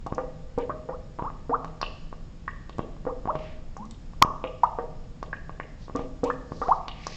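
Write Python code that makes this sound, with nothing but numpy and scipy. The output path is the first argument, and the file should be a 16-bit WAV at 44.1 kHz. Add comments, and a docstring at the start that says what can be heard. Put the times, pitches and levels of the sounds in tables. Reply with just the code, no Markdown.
"""Gas bubbles ignite at the mouth of a tilted glass tube of liquid, on a dull microphone in a quiet room. Each
ignition is a short pressure pop; the rounder ones ring the tube's air column, and air pockets plink or glide
upward as liquid fills them. Small bubbles snap and gas hisses now and then. Near surfaces and the room throw
the pops and rings back over a low rumble and ventilation hum. The loudest peaks flatten, and the highest wrap
round with a crack."""
import sys
import numpy as np
from scipy import signal
from scipy.fft import rfft, irfft
from scipy.io import wavfile

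SR = 44100
rng = np.random.default_rng(int(sys.argv[2]) if len(sys.argv) > 2 else 0)


def store_pcm(level_fs):
    """Save levels as 16-bit WAV."""
    pcm = np.round(np.clip(level_fs, -1, 1) * 32767).astype(np.int16)
    wavfile.write(sys.argv[1], SR, np.atleast_2d(pcm).T)


N = 315756

# rounder pops that ring the tube's air column:
# start_s, pop_db, relax_ms, ring_db, pitch_ratio (set by the liquid's height)
RINGING_IGNITIONS = [(0.1817, -7, 0.2, -28, 1.036), (0.5782, -19, 0.97, -24, 1.016),
                     (0.696, -17.5, 0.41, -31.5, 1.3), (0.8892, -22, 0.35, -31, 1.04),
                     (1.4955, -21.5, .6, -23.5, 1.005), (3.067, -19, 0.51, -25.5, 1.024),
                     (4.441, -14.5, 0.37, -29, 1.06), (4.7874, -11, 0.27, -27.5, 0.99),
                     (5.9513, -27, 1.7, -25.5, 1.01), (5.994, -18.5, 0.57, -31, 1.04),
                     (6.2341, -18.5, 0.99, -20.5, 1.0), (6.617, -8, 0.19, -30, 1)]


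def amp(db):
    """Decibels to gain."""
    return 10 ** (np.asarray(db) / 20)


def unit(x):
    """Scales to rms 1."""
    return x / np.sqrt(np.mean(x ** 2) + 1e-20)


def read(points, hz):
    """Joins (Hz, value) points on a log-frequency axis."""
    f, value = np.transpose(points)
    return np.interp(np.log(hz + 1), np.log(f + 1), value)


def add(mix, s, sound):
    """Mixes a sound in at time s."""
    part = mix[max(round(s * SR), 0):][:len(sound)]
    part += sound[:len(part)]


def bell(f, hz, octaves):
    """A bell-shaped band on the log-frequency axis."""
    return np.exp(-.5 * (np.log2((f + 1) / hz) / octaves) ** 2)


def noise(shape, size):
    """Noise of rms 1 whose spectrum follows shape(f)."""
    return unit(irfft(rfft(rng.standard_normal(size)) * shape(np.fft.rfftfreq(size, 1 / SR)), size))


def lowpass(x, hz):
    """Steep band limit."""
    return signal.oaconvolve(x, signal.firwin(255, hz, window=("kaiser", 9), fs=SR), "same")


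def flutter(size, hz):
    """Random wavering of rms 1, no faster than about hz."""
    return noise(lambda f: np.exp(-(f / hz) ** 2), size + SR // 10)[:size]


def glide(first_hz, ratio, length, curve=1):
    """A pitch that climbs by a ratio over its length."""
    return first_hz * ratio ** (np.arange(0, length, 1 / SR) / length) ** curve


def background(air_db=-40):
    """The quiet room itself: rumble, faint hiss and wavering ventilation hum."""
    # spectrum of the room's air: frequency_hz, relative_db
    air_spectrum = [(8.8, -37.5), (15, 4.5), (91, -13), (132, -13.5), (163, -12.5), (191, -20.5),
                    (224, -17), (263, -23), (301, -24.5), (424, -31.5), (497, -28), (539, -32), (2080, -44),
                    (5000, -48.5), (8500, -56), (11000, -93), (18700, -120)]
    # ventilation hum and thin whines: pitch_hz, rms_db, width_hz
    hum_bands = [(26.5, -51, 3.4), (160.6, -53.5, 7.1), (510, -80.5, 5.5), (5190, -78, 50),
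                 (6890, -78, 190)]
    air = amp(air_db) * noise(lambda f: amp(read(air_spectrum, f)), N)
    ventilation = sum(amp(db) * noise(lambda f: 1 / (1 + (2 * (f - hz) / width) ** 2), N)
                      for hz, db, width in hum_bands)
    return air + ventilation


def room(x, onset_s=0.0049, build_s=0.0087):
    """Near surfaces answer first; then a diffuse tail dies band by band, and standing waves ring on."""
    # early reflections, each favouring one band: delay_s, level_db, centre_hz, width_octaves
    early_echoes = [(.0092, -7, 2400, 0.94), (0.0118, -14, 1170, 0.65), (0.0325, -4.5, 2970, .3),
                    (.0362, -5, 3100, 0.27), (0.042, -13.5, 540, 0.23), (.055, -7, 482, .29)]
    # diffuse reverberation: frequency_hz, level_db, t60_s
    tail_bands = [(99, -9, 0.46), (297, -5.5, 0.64), (550, -4.5, 0.93), (846, -8.5, 0.71), (1036, -15, 0.4),
                  (1190, -5, 0.82), (1280, -15, 0.79), (1742, -7.5, 0.91), (2550, -4.5, .65), (2950, 1, .8),
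                  (4020, -6, 0.77), (7640, -10, 1)]
    # standing waves between the walls: pitch_hz, resonance_db, t60_s
    standing_waves = [(262.4, 5, 0.99), (475.6, -1, 0.084), (535, -3.5, 0.51), (624, 7, 0.82),
                      (763, -4, 0.36), (1090, -16, .6)]
    t, f = np.arange(SR) / SR, np.fft.rfftfreq(SR, 1 / SR)
    early = irfft(sum(amp(db) * bell(f, hz, octaves) * np.exp(-2j * np.pi * f * delay)
                      for delay, db, hz, octaves in early_echoes))
    table = np.array(tail_bands)
    band_hz, frame_s, spectra = signal.stft(rng.standard_normal(SR), SR, nperseg=512)
    band_db = read(table[:, :2], band_hz)[:, None]
    band_t60 = read(table[:, [0, 2]], band_hz)[:, None]
    equal_energy = np.sqrt(np.log(1e6) / (band_t60 * SR))
    spectra = spectra * amp(band_db - 60 * frame_s / band_t60) * equal_energy
    tail = signal.istft(spectra, SR, nperseg=512)[1][:SR]
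    for hz, db, t60 in standing_waves:
        tail += amp(db - 60 * t / t60) * np.sin(2 * np.pi * hz * t) * np.log(1e6) / (t60 * SR)
    fade_in = np.clip((t - onset_s) / build_s, 0, 1)
    return signal.fftconvolve(x, early + tail * fade_in)[:N]


def hisses(spit_db=1.5, spit_hz=130, fall_over_rise=1.6):
    """Soft swells of escaping gas, spitting unevenly through the wet mouth."""
    # escapes of gas: crest_s, crest_db, rise_s, centre_hz, width_octaves
    gas_escapes = [(.61, -52, 0.031, 2100, 0.49), (3.44, -53.5, .085, 2200, 0.47),
                   (3.44, -64, 0.068, 4420, 0.35), (5.83, -61, 0.035, 4300, 0.41),
                   (5.988, -55, 0.039, 2300, 0.51), (6.268, -52.5, 0.031, 2400, 0.45),
                   (6.62, -57, 0.11, 4600, 0.4), (7.132, -50.5, .11, 4600, 0.36),
                   (7.13, -50, 0.2, 2300, 0.39)]
    out, t = np.zeros(N), np.arange(SR) / SR - .5
    for crest, db, rise, hz, octaves in gas_escapes:
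        swell = np.exp(-(t / np.where(t < 0, rise, fall_over_rise * rise)) ** 2)
        spits = unit(amp(spit_db * flutter(SR, spit_hz)))
        gas = noise(lambda f: bell(f, hz, octaves), SR)
        add(out, crest - .5, amp(db) * swell * spits * gas)
    return out


def snaps(decay_s=0.0024, size=1024):
    """A thin film tears: a crackle of a few milliseconds in one band, higher for a smaller bubble."""
    # small bubbles bursting: start_s, level_db, centre_hz, width_octaves
    small_bubbles = [(0.0655, -41, 4860, 1), (0.148, -40, 5770, 0.25), (0.5855, -42.5, 5100, 0.6),
                     (1.6464, -44, 4700, 0.46), (1.8145, -24, 4680, 0.23), (1.8291, -23, 2870, 0.21),
                     (2.695, -40, 3150, 0.56), (2.7826, -42.5, 4750, .9), (2.7939, -43.5, 2900, .3),
                     (3.3554, -39.5, 2570, 0.72), (3.7695, -42.5, 6254, .2), (3.854, -48, 5800, 0.55),
                     (3.9101, -35.5, 5630, 1), (4.2339, -33, 5710, .2), (4.4397, -28, 2600, 0.29),
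                     (4.637, -40.5, 5380, 0.35), (5.2288, -41.5, 4630, .4), (5.5998, -25.5, 1810, 0.3),
                     (5.9608, -35.5, 5370, 0.39), (6.2392, -32.5, 5390, 0.66), (6.245, -36, 5400, 0.83),
                     (6.8815, -26.5, 3200, .45), (7.0686, -24.5, 5200, 0.29)]
    out, t, f = np.zeros(N), np.arange(size) / SR, np.fft.rfftfreq(size, 1 / SR)
    for start, db, hz, octaves in small_bubbles:
        tear = rfft(rng.standard_normal(size) * np.exp(-t / decay_s))
        burst = irfft(tear / abs(tear) * bell(f, hz, octaves))
        burst = burst * (1 - t / t[-1]) * (1 - np.exp(-t * hz))
        add(out, start, amp(db) * unit(burst) * np.sqrt(decay_s * SR / size) / 2)
    return out


def pocket(hz, swell_s, fall_db, froth_db, rise_power=0.83, release_s=0.0031):
    """Trapped air rings along a pitch curve, swelling and dying, with a weak upper mode and froth."""
    t, length = np.arange(len(hz)) / SR, len(hz) / SR
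    # the sloshing surface makes pitch and level waver as the tone goes on
    slosh = flutter(SR // 4, 110)[:len(t)] * np.minimum(t / .03, 1)
    phase = 2 * np.pi * np.cumsum(hz * (1 + .012 * slosh)) / SR
    rise = np.minimum(t / swell_s, 1) ** rise_power
    fall = amp(-fall_db * np.maximum(t - swell_s, 0) / max(length - swell_s, release_s))
    level = amp(2 * slosh) * rise * fall * np.minimum((length - t) / release_s, 1)
    upper_mode = amp(-30) * np.sin(1.4 * phase)
    froth = amp(froth_db) * noise(lambda f: bell(f, hz[0], octaves=0.39), SR // 4)[:len(t)]
    return level * (np.sin(phase) + upper_mode + froth)


def plinks():
    """A struck air pocket speaks at once and bends up a little as it dies."""
    # struck air pockets: start_s, level_db, pitch_hz, length_s
    struck_pockets = [(.068, -26, 1064, 0.0063), (.069, -29, 753, 0.021), (0.581, -28, 890, 0.033),
                      (1.192, -26, 917, 0.04), (2.4788, -20, 1034, 0.0072), (2.48, -24.5, 1756, 0.0069),
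                      (3.302, -26, 597, 0.043), (3.355, -31.5, 152.3, 0.091), (3.797, -37, 206.5, 0.17),
                      (4.634, -6, 900, 0.016), (5.329, -23, 1577, 0.015), (5.954, -26, 1110, 0.028),
                      (6.303, -27.5, 1657, 0.014)]
    out = np.zeros(N)
    for start, db, first_hz, length in struck_pockets:
        hz = glide(first_hz, 1.15, length)
        add(out, start, amp(db) * pocket(hz, swell_s=0.0013, fall_db=17, froth_db=-13.5))
    return out


def plops(bloom_hz=1126, off_bloom_db=-9.5, dull_hz=1250, dull_db_per_octave=10.5):
    """A shrinking air pocket glides up, blooms near 1.1 kHz and fades quickly above it."""
    # air pockets filling with liquid: start_s, level_db, first_hz, last_hz, length_s
    filling_pockets = [(.085, -40.5, 840, 1220, 0.058), (0.694, -25.5, 961, 1540, 0.023),
                       (0.92, -35, 880, 1585, .04), (1.232, -24.5, 732, 1278, 0.054),
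                       (1.236, -33.5, 987, 1850, 0.034), (1.512, -13.5, 619, 1580, 0.046),
                       (3.078, -27.5, 756, 1380, 0.037), (3.275, -14.5, 653, 1530, 0.039),
                       (3.767, -32.5, 727, 1179, 0.088), (4.2202, -0.5, 933, 1293, 0.011),
                       (4.633, -20.5, 1096, 1380, .026), (6.235, -24.5, 740, 1228, 0.057),
                       (6.3, -12.5, 940, 1760, 0.0065), (6.615, -24, 1024, 1604, 0.027),
                       (6.643, -30.5, 890, 1533, 0.047), (6.687, -5, 680, 875, 0.017),
                       (6.707, -5.5, 800, 1302, 0.022)]
    out = np.zeros(N)
    for start, db, first_hz, last_hz, length in filling_pockets:
        hz = glide(first_hz, last_hz / first_hz, length, curve=1.15)
        bloom_db = off_bloom_db * (1 - bell(hz, bloom_hz, octaves=0.21))
        dull_db = dull_db_per_octave * np.maximum(np.log2(hz / dull_hz), 0)
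        plop = pocket(hz, swell_s=.4 * length, fall_db=10.5, froth_db=-24.5, rise_power=0.36)
        add(out, start, amp(db + bloom_db - dull_db) * plop)
    return out


def column_rings(pivot_hz=480, even_relax_ms=0.36, pitch_scatter=.015, scatter_db=1.65):
    """A rounder pop rings the air column: slow pops favour its low modes, quick ones its high modes."""
    # modes of the tube's air column: pitch_hz, relative_db, length_s
    column_modes = [(258.5, -10, 0.025), (335, -13.5, 0.0061), (467, 2.5, 0.026), (601, -10, .03),
                    (750, -10, 0.058), (890, -16, 0.079), (1111, -9, 0.035), (1285, -14.5, 0.014),
                    (1780, -25, .03)]
    out = np.zeros(N)
    for start, _, relax_ms, ring_db, pitch_ratio in RINGING_IGNITIONS:
        tilt_db_per_octave = 4 * np.log2(even_relax_ms / relax_ms)
        for hz, mode_db, length in column_modes:
            detune, level_draw = rng.standard_normal(2)  # the liquid never stands the same
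            bent_hz = glide(hz * pitch_ratio * (1 + pitch_scatter * detune), 1.07, length)
            ring = pocket(bent_hz, swell_s=0.003, fall_db=13, froth_db=-9.5)
            tilt_db = tilt_db_per_octave * np.log2(hz / pivot_hz)
            add(out, start, amp(ring_db + mode_db + tilt_db + scatter_db * level_draw) * ring)
    return out


def ignition_pops(dry_jump_ms=0.056, round_jump_ms=0.28):
    """Gas ignites: pressure sinks, jumps up and relaxes; the microphone dulls the pulse."""
    # ignitions that leave the column silent: centre_s, level_db, relax_ms (also the suction time)
    dry_ignitions = [(.0642, -26, 0.77), (.1248, -22, 1.6), (1.1881, -26, 0.41), (1.1943, -23, 0.4),
                     (1.224, -25, 1.6), (1.302, -25, 0.17), (1.6459, -18, 0.17), (1.8145, -4.5, 0.074),
                     (1.8293, -7, 0.13), (2.128, -27.5, 0.38), (2.4788, -18, 0.13), (2.6956, -31.5, 0.47),
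                     (2.7842, -27, 0.86), (2.793, -18.5, 1.34), (2.966, -40, 1.4), (3.053, -30.5, 0.73),
                     (3.256, -24.5, 1.1), (3.275, -23.5, 0.68), (3.3537, -19.5, 0.55), (3.7674, -25, 0.23),
                     (4.135, -34.5, .2), (4.218, -16, 0.32), (4.2488, -22.5, 1.6), (5.2285, -19, 0.27),
                     (5.3318, -18.5, 0.15), (5.495, -24, 0.25), (5.6, -21.5, 0.33), (5.882, -34, 0.62),
                     (5.8976, -29.5, .65), (6.5206, -25.5, 1.3), (6.6839, -18, 0.42), (6.8824, -16, 0.12),
                     (7.0686, -16, 0.2)]
    # the pops' dull colour through the microphone, ringing near 1.1 kHz and dropping steeply above:
    # frequency_hz, gain_db
    pop_colour = [(50, 4), (800, 4), (980, 6.5), (1140, 13.5), (1280, -2.5), (1450, -1), (2000, -9),
                  (2800, -12.5), (7000, -28.5), (9000, -50)]
    out, ms = np.zeros(N), np.arange(-300, 300) / SR * 1000
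    for ignitions, jump_ms in (dry_ignitions, dry_jump_ms), (RINGING_IGNITIONS, round_jump_ms):
        for centre, db, relax_ms, *_ in ignitions:
            pulse = amp(db) * np.tanh(ms / jump_ms) * np.exp(-abs(ms) / relax_ms)
            add(out, centre - len(ms) / 2 / SR, pulse)
    # minimum phase: the ringing comes only after the pulse
    log_gain = np.log(amp(read(pop_colour, abs(np.fft.fftfreq(4096, 1 / SR)))))
    colour_spectrum = np.exp(np.conj(signal.hilbert(log_gain)))
    colour_response = np.fft.ifft(colour_spectrum).real[:2048]
    return signal.oaconvolve(out, colour_response)[:N]


def scene():
    """The tube's sounds, direct and off the walls, with dry hisses and room tone, as one channel."""
    tube = ignition_pops() + column_rings() + plops() + plinks() + snaps()
    return (tube + room(tube) + hisses() + background())[None]


def record(dry, mic_edge_hz=8150, output_edge_hz=16600, ceiling=.73, wrap_rank=11):
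    """A dull microphone; the loudest peaks flatten, and the highest samples wrap round with a crack."""
    mic = lowpass(dry[0], mic_edge_hz)
    wraps = mic > np.sort(mic)[-wrap_rank]
    soft = signal.windows.hann(5)
    polarity = 1 - 2 * np.convolve(wraps, soft / soft.sum(), "same")
    overloaded = np.clip(mic, -ceiling, ceiling) * polarity
    return lowpass(overloaded, output_edge_hz)[None]


dry = scene()
out = record(dry)
store_pcm(out)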